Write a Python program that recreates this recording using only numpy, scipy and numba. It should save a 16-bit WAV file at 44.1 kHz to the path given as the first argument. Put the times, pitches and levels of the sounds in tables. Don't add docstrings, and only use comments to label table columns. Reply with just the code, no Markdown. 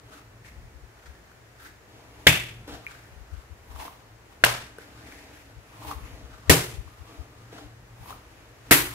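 import sys
import numpy as np
from scipy import signal
from scipy.fft import rfft, irfft, next_fast_len
from scipy.io import wavfile
from scipy.ndimage import uniform_filter1d
from numba import njit

SR = 44100
rng = np.random.default_rng(int(sys.argv[2]) if len(sys.argv) > 2 else 0)


def volts_from_db(level):
    exponent = np.asarray(level, float) / 20
    return 10 ** exponent


def digitize_waveform(pressure):
    field = np.atleast_2d(pressure).T
    bounded = np.clip(field, -1, 1)
    quanta = np.round(bounded * 32767).astype(np.int16)
    wavfile.write(sys.argv[1], SR, quanta)


N = 394254


def unit(x):
    return x / np.sqrt(np.mean(x ** 2))


def spectrum(table, n):
    hz, value = np.transpose(table)
    bin_hz = np.arange(n // 2 + 1) * SR / n
    return np.interp(np.log(bin_hz + 1), np.log(hz), value)


def colour(x, table):
    size = x.shape[-1]
    n = next_fast_len(size, real=True)
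    return unit(irfft(rfft(x, n) * volts_from_db(spectrum(table, n)), n)[..., :size])


# pitch_hz, likeness_0_to_1
LIKENESS = [(60, 0.98), (130, 0.5), (290, 0.8), (640, 0.44), (1410, 0), (3100, 0.19), (6820, 0), (15000, 0)]


def pair(size):
    n = next_fast_len(size, real=True)
    alike = np.clip(spectrum(LIKENESS, n), 0, 1)
    mid, side = rfft(rng.standard_normal((2, n)))
    both = np.sqrt(1 + alike) * mid + np.sqrt(1 - alike) * side * [[1], [-1]]
    return irfft(both, n)[:, :size] / np.sqrt(2)


def walk(rate):
    hold = int(SR / rate)
    steps = np.repeat(rng.standard_normal(N // hold + 1), hold)
    return uniform_filter1d(uniform_filter1d(steps, hold), hold)[:N]


def grains(n, rate, spread_db):
    happens, height, luck = rng.random((3, 2, n))
    size = np.minimum(-np.log(1 - luck), 4)
    return unit((happens < rate / SR) * (height - 0.5) * volts_from_db(spread_db * size))


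def ring(hz, t60, attack, n):
    t = np.arange(n) / SR
    return np.sin(2 * np.pi * hz * t) * 1000.0 ** (-t / t60) * (1 - np.exp(-t / attack))


def add(out, s, x):
    i = int(s * SR)
    out[..., i:i + x.shape[-1]] += x[..., :N - i]


def onset(n, late, rise):
    return np.clip((np.arange(n) / SR - late) / rise, 0, 1)


def swell(s, rise_ms, fade_ms, hold_s=0):
    t_ms = 1e3 * (np.arange(0, N, 32) / SR - s)
    rise_db = np.minimum(20 * t_ms / rise_ms, 0)
    fade_db = 20 * np.maximum(t_ms - 1e3 * hold_s, 0) / fade_ms
    return volts_from_db(rise_db - fade_db).repeat(32)[:N]


@njit
def svf(x, hz, width):
    y, band, low = np.empty(len(x)), 0.0, 0.0
    for i in range(len(x)):
        g = np.tan(np.pi * hz[i] / SR)
        v = (band + g * (x[i] - low)) / (1 + g * (g + width))
        band, low, y[i] = 2 * v - band, low + 2 * g * v, width * v
    return y


def steady_band(x, hz, width):
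    return svf(x, np.full(N, hz), width)


# pitch_hz, level_db (per Hz)
HUSH = [(90, -33.5), (380, -12), (1200, -17.5), (1800, -16.5), (3400, -27.5), (7200, -29.5), (8300, -34),
        (15500, -37)]
# time_s, level_db
WEIGHT = [(0.0, -59), (0.55, -49.5), (1.17, -55.5), (1.5, -59), (2.96, -52), (3.2, -53), (3.86, -51),
          (4.05, -58.5), (5.0, -52.5), (5.45, -56.5), (5.95, -48.5), (6.25, -54), (7.89, -53.5),
          (8.12, -48.5), (8.6, -57.5), (8.94, -55)]


def air():
    hush = colour(pair(N), HUSH) * volts_from_db(-55.5 + 0.5 * walk(2.1))
    rumble = volts_from_db(-2 + 3 * walk(8)) * unit(steady_band(rng.standard_normal(N), 58.0, 0.45))
    drone_hz, drone_width_hz = 114.0, 5.7
    drone = unit(steady_band(rng.standard_normal(N), drone_hz, drone_width_hz / drone_hz))
    drone = volts_from_db(-3.5 + 4.1 * walk(7.2)) * drone
    sway = sum(swell(row[0] + 0.12, rise_ms=190, fade_ms=310) for row in SLAPS)
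    lean = volts_from_db(np.interp(np.arange(N) / SR, *np.transpose(WEIGHT)))
    return hush + (lean + volts_from_db(-44.5) * sway) * (rumble + drone)


# peak_s, peak_db, pitch_hz
AIR_PUFFS = [(0.583, -36, 71), (0.647, -38, 66), (0.761, -36, 67), (0.838, -37, 61), (1.097, -34.5, 66),
             (2.737, -37, 69), (3.128, -39, 68.5), (3.177, -36, 70), (3.216, -33, 57.6),
             (3.336, -25.5, 75.4), (3.38, -30, 57.6), (3.52, -31.5, 75), (3.706, -35, 58.7),
             (3.753, -30.5, 69.6), (3.795, -33.5, 56.6), (5.58, -35, 61.6), (5.88, -34, 69.4),
             (5.971, -27.5, 65.7), (6.038, -30, 60), (6.139, -34, 84), (6.245, -33.5, 63), (6.342, -38, 58),
             (6.503, -14, 81), (6.747, -32.5, 86), (6.792, -22.5, 55.5), (6.871, -34, 78.5),
             (7.013, -32.5, 76), (7.202, -26, 67.5), (7.658, -36.5, 56.8), (8.013, -36, 61)]


def puffs():
    flutter = unit(steady_band(rng.standard_normal(N), 55.0, 0.74))
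    out = volts_from_db(-63.5 + 1.7 * walk(1.2)) * flutter
    t = np.arange(-2048, 2048) / SR
    for (s, db, hz), turn in zip(AIR_PUFFS, rng.random(len(AIR_PUFFS))):
        swirl = np.exp(-(t / 0.016) ** 2) * np.cos(2 * np.pi * (hz * t + turn))
        add(out, s + t[0], volts_from_db(db) * swirl)
    return np.array([out, 0.035 * out])


# pitch_hz, t60_s (time to fade 60 dB), level_db
ECHO_OCTAVES = [(125, 0.34, 13), (250, 0.91, -6.5), (510, 0.37, 7), (990, 0.43, 4.5), (1950, 0.49, 1),
                (3780, 0.47, 2.5), (8300, 0.45, 2), (13550, 0.4, 4.5)]


def tail():
    n = 24000
    t, noise, out = np.arange(n) / SR, rfft(pair(n)), 0
    for k, (hz, t60, db) in enumerate(ECHO_OCTAVES):
        share = spectrum([(row[0], float(j == k)) for j, row in enumerate(ECHO_OCTAVES)], n)
        out = out + volts_from_db(db - 60 * t / t60) * irfft(noise * share, n)
    return out


def kitchen(x, wet_db):
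    walls = tail()
    walls = walls * onset(walls.shape[1], late=0.0016, rise=0.0019) / np.sqrt(np.sum(walls ** 2) / 2)
    return x + volts_from_db(wet_db) * signal.fftconvolve(x.mean(axis=0)[None], walls, axes=1)[:, :N]


# time_s, level_db
RESTLESS = [(0, -81.5), (1.5, -89), (2.1, -67), (3.3, -66), (4.3, -67), (4.9, -61), (6.3, -57.5),
            (7.0, -63), (8.0, -67.5), (8.94, -56)]
PEELING = [
    (1.63, -44.5, 1692, 87, 44),
    (3.82, -38.5, 980, 167.5, 85),
    (5.87, -36.5, 990, 92, 78),
    (8.08, -40, 990, 124, 59),
]
PRESSING = [(0.086, -56.5, 1300, 160, 110), (2.678, -40.5, 1700, 8, 90), (7.528, -46, 1550, 15.6, 122),
            (1.9, -54.5, 900, 60, 500), (2.4, -68.5, 880, 100, 150), (6.12, -58, 760, 180, 130),
            (5, -59.5, 1100, 150, 81)]
RUBBING = [(.15, -50, 1350, 110, 80.4), (.45, -52, 2085, 20, 160), (1.04, -56, 1600, 260, 294),
           (1.28, -64, 1510, 100, 98.5), (2.2, -52.5, 990, 110, 100), (2.9, -49.5, 1700, 71, 223),
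           (3.71, -64, 1300, 20, 150), (4.31, -57, 1043, 60, 60), (4.79, -53.5, 1800, 12, 120.4),
           (5.11, -49.5, 2050, 220, 250), (5.34, -57, 1700, 56, 304), (6.88, -57, 1300, 20, 300),
           (7.09, -52.5, 1186, 140, 340), (8.308, -66.5, 1295, 60, 300)]


def gestures():
    t = np.arange(N) / SR
    idle_mix, idle_hz = (0, -2.5, -3.5, -23), 1250
    wander_db = 6.1 * np.array([walk(9) for _ in idle_mix])
    gains = volts_from_db(np.interp(t, *np.transpose(RESTLESS)) + np.array([idle_mix]).T + wander_db)
    weight = gains[1] ** 2
    pitch = idle_hz * weight
    swings = [(row[0] - 0.01, -52.5, idle_hz, 33, 20) for row in SLAPS]
    # squash, hollow, tearing, finest fizz; then seconds held at full strength
    kinds = ((PEELING, (-13, -1, -25.5, -11), 0.04), (PRESSING, (-1, -9, -16, -22), 0.07),
             (RUBBING, (-13.5, -2, -9.5, -18.5), 0.03), (swings, (-1.5, -12.5, -7.5, -20), 0))
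    for table, mix, hold_s in kinds:
        for s, db, hz, rise_ms, fade_ms in table:
            near = slice(max(int((s - 1) * SR), 0), int((s + 1) * SR))
            layers = volts_from_db(db + np.array([mix]).T) * swell(s, rise_ms, fade_ms, hold_s)[near]
            gains[:, near] += layers
            glide = np.clip(1 + 0.74 * (t[near] - s - hold_s), 0.7, 1.3)
            pitch[near] += layers[1] ** 2 * hz * glide
            weight[near] += layers[1] ** 2
    return gains, pitch / weight


# pitch_hz, width_share, level_db
SQUASH = [(300., .35, 0), (420., .5, -3), (620., .6, -8), (2600., 1.6, -19)]
# pitch_hz, level_db (per Hz)
TEARING = [(1500, 10.5), (2500, 15.5), (4200, 0), (7000, 3.5), (8500, -13.5), (11000, 4.5), (14500, -14.5),
           (15700, -9)]
# pitch_hz, level_db (per Hz)
FINE_FIZZ = [(6000, -28), (9000, -3), (12500, -1), (15500, -0.5)]


def kneading():
    (pressing, peeling, tearing, fizzing), hollow_hz = gestures()
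    hollow_hz = hollow_hz * (1 + 0.09 * walk(40))
    coarse, middle, fine = [grains(N, rate=rate, spread_db=1.5) + 0.7 * pair(N)
                            for rate in (2500, 5000, 12000)]
    squash = 0
    for hz, wide, db in SQUASH:
        squash = squash + volts_from_db(db) * steady_band(steady_band(coarse[0], hz, wide), hz, wide)
    hollow = []
    for x in middle * volts_from_db(3.7 * walk(90)):
        main = unit(svf(svf(x, hollow_hz, 0.5), hollow_hz, 0.5))
        hollow.append(main + 0.8 * unit(svf(x, 1.7 * hollow_hz, 1.3)))
    dull = pressing * unit(squash) + peeling * unit(np.array(hollow))
    return dull + tearing * colour(fine, TEARING) + fizzing * colour(fine, FINE_FIZZ)


def pops(table, attack, pan_db):
    out = np.zeros((2, N))
    snap_fade = volts_from_db(-60e3 * np.arange(2048) / SR / 4.8)
    for s, db, hz, t60_ms, snap_db in table:
        snap = volts_from_db(snap_db) * pair(2048) * snap_fade
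        side_db = pan_db + 2.5 * rng.standard_normal()
        sides = volts_from_db(db + side_db * np.array([[0.5], [-0.5]]))
        add(out, s, sides * (ring(hz, t60_ms / 1e3, attack, 2048) + snap))
    return out


# start_s, peak_db, pitch_hz, t60_ms, snap_db
SMALL_SMACKS = [(1.316, -39, 1470, 12, -12), (1.664, -30, 1400, 5.4, -30), (.447, -35, 1850, 14, -20),
                (2.677, -31, 480, 15, -14), (7.528, -33, 450, 15, -16), (2.866, -14.5, 2280, 8.7, -26),
                (2.872, -24, 2380, 19, -32), (3.761, -28, 1200, 8, -18), (3.88, -22, 1080, 11, -23),
                (4.785, -29.5, 1540, 13, -9), (5.123, -32, 2270, 12, -13), (5.85, -27, 950, 14, -16),
                (5.892, -24.5, 900, 18, -24), (5.913, -19, 1120, 15, -22), (6.877, -37, 1090, 17, -20),
                (8.059, -31, 1040, 12, -22), (8.106, -23, 1020, 13, -14.5), (8.126, -30.5, 1270, 27, -19)]


def smacks():
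    return pops(SMALL_SMACKS, 0.0007, pan_db=3)


# start_s, peak_db, pitch_hz, t60_ms, snap_db
DOUGH_THUDS = [
    (2.2682, -9, 571, 20, -40),
    (4.4382, -10, 690, 20, -40),
    (4.7845, -30, 450, 25, -16),
    (6.4965, -5, 430, 30, -40),
    (6.511, -9, 400, 30, -40),
    (6.542, -16, 450, 40, -40),
    (8.7132, -7, 290, 28, -40),
]


def thuds():
    return pops(DOUGH_THUDS, 0.00034, pan_db=-1.5)


# start_s, peak_db, pitch_hz, t60_ms, snap_db
AIR_POCKETS = [(2.2685, -9, 1590, 22, -6), (2.2698, -1.5, 2015, 25, -22.5), (2.2712, 6.5, 3420, 11, -13.5),
               (2.2755, 0.5, 2110, 15, -19), (2.2806, -11.5, 2607, 8, -5.5), (4.4381, 3, 1590, 11, -34),
               (4.4416, -5, 2800, 17, -11), (4.4488, 4, 2540, 1.5, -9), (6.4962, -5.5, 1850, 14, -5.5),
               (6.5, -0.5, 2490, 6.1, 3), (8.7098, -1.5, 1580, 5.1, -5.5), (8.7134, -9, 1300, 10, -12.5),
               (8.7180, -2, 2053, 11, -16), (8.7246, -2.5, 1950, 19, -3.5)]


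def pockets():
    return pops(AIR_POCKETS, 0.00012, pan_db=0)


# start_s, spread_ms, t60_ms (fading), boom_db (counter), knock_db (counter)
SLAPS = [
    (2.2667, 2.2, 139, -16.5, -30),
    (4.4375, 2, 49.5, -27.5, -42),
    (6.496, 0.74, 182, -14.5, -22),
    (8.708, 4.87, 250, -24.5, -22.5),
]
# pitch_hz, level_db (per Hz)
SPLAT_COLOURS = [
    [(120, -33), (200, -8.5), (906, -11), (1330, -8), (2600, 2.5), (4100, -12), (13200, -17), (15500, -24)],
    [(120, -46), (200, -15.5), (677, -4), (974, -2.5), (1560, -2.5), (2290, -3.5), (12500, -18.5),
     (15500, -25)],
    [(120, -36), (200, -15.5), (414, -5), (812, -12.5), (2130, -9), (4330, -14.5), (12000, -16.5),
     (15500, -25.5)],
    [(120, -48), (200, -43), (283, -0.5), (506, -18), (1980, -9), (5490, -19), (12500, -14.5), (15500, -21)],
]
# pitch_hz, level_db, t60_s
COUNTER_BOOM = [(78.3, -7.5, 0.24), (121.7, -5.5, 0.47), (157.5, -8.5, 0.38)]
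# pitch_hz, level_db, t60_s
COUNTER_KNOCK = [(284.6, -1.5, 0.27), (364.6, -7, 0.5), (414.7, -29.5, 0.11), (456, 4.5, 0.055),
                 (538.4, -4, 0.13), (681, 1, 0.13)]


def slaps():
    out, t = np.zeros((2, N)), np.arange(8192) / SR
    for (s, spread_ms, t60_ms, boom_db, knock_db), tint in zip(SLAPS, SPLAT_COLOURS):
        spread_s = spread_ms / 1e3
        shape = onset(8192, 0, spread_s) ** 2 * volts_from_db(-60e3 * t / t60_ms)
        cracks = grains(8192, rate=7000, spread_db=2.5) + pair(8192)
        add(out, s, volts_from_db(-6.5) * shape * colour(cracks, tint))

        echo_db = -15 + 8.5 * np.log10(t60_ms / 103.0)
        echo = colour(tail(), tint) * volts_from_db(2 * walk(180)[:24000])
        echo = echo * onset(echo.shape[1], spread_s, 0.017)
        add(out, s, volts_from_db(echo_db - 13.5) * echo[:, :20000])

        for modes, blow_db in ((COUNTER_BOOM, boom_db), (COUNTER_KNOCK, knock_db)):
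            for (hz, mode_db, t60), luck in zip(modes, rng.standard_normal((len(modes), 3))):
                beat = ring(hz, t60, 0.00022, 30000)
                beat = beat + 0.99 * ring(hz + 9 * luck[1], 0.95 * t60, 0.004, 30000)
                side_db = 0.6 * luck[2] * np.array([[1], [-1]])
                level = volts_from_db(blow_db + mode_db + 1.1 * luck[0] + side_db)
                add(out, s + spread_ms / 1920.0, level * beat)
    return out


def scene():
    blows = slaps() + kitchen(pockets() + thuds(), wet_db=-10)
    hands = kitchen(volts_from_db(-2) * kneading(), wet_db=-3) + kitchen(smacks(), wet_db=-8)
    left, right = (blows + hands + air()) * volts_from_db([[0.6], [-0.6]])
    return np.array([np.roll(left, 5), right]) + puffs()


def band_limit(x):
    return signal.sosfilt(signal.butter(12, 16290, fs=SR, output="sos"), x)


def record(dry):
    mic = signal.sosfilt(signal.butter(2, 38, "high", fs=SR, output="sos"), dry)
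    mic = signal.sosfilt(signal.ellip(8, 0.3, 50, 15600, fs=SR, output="sos"), mic)
    return band_limit(np.clip(mic, -1, 1))


dry = scene()
out = record(dry)
digitize_waveform(out)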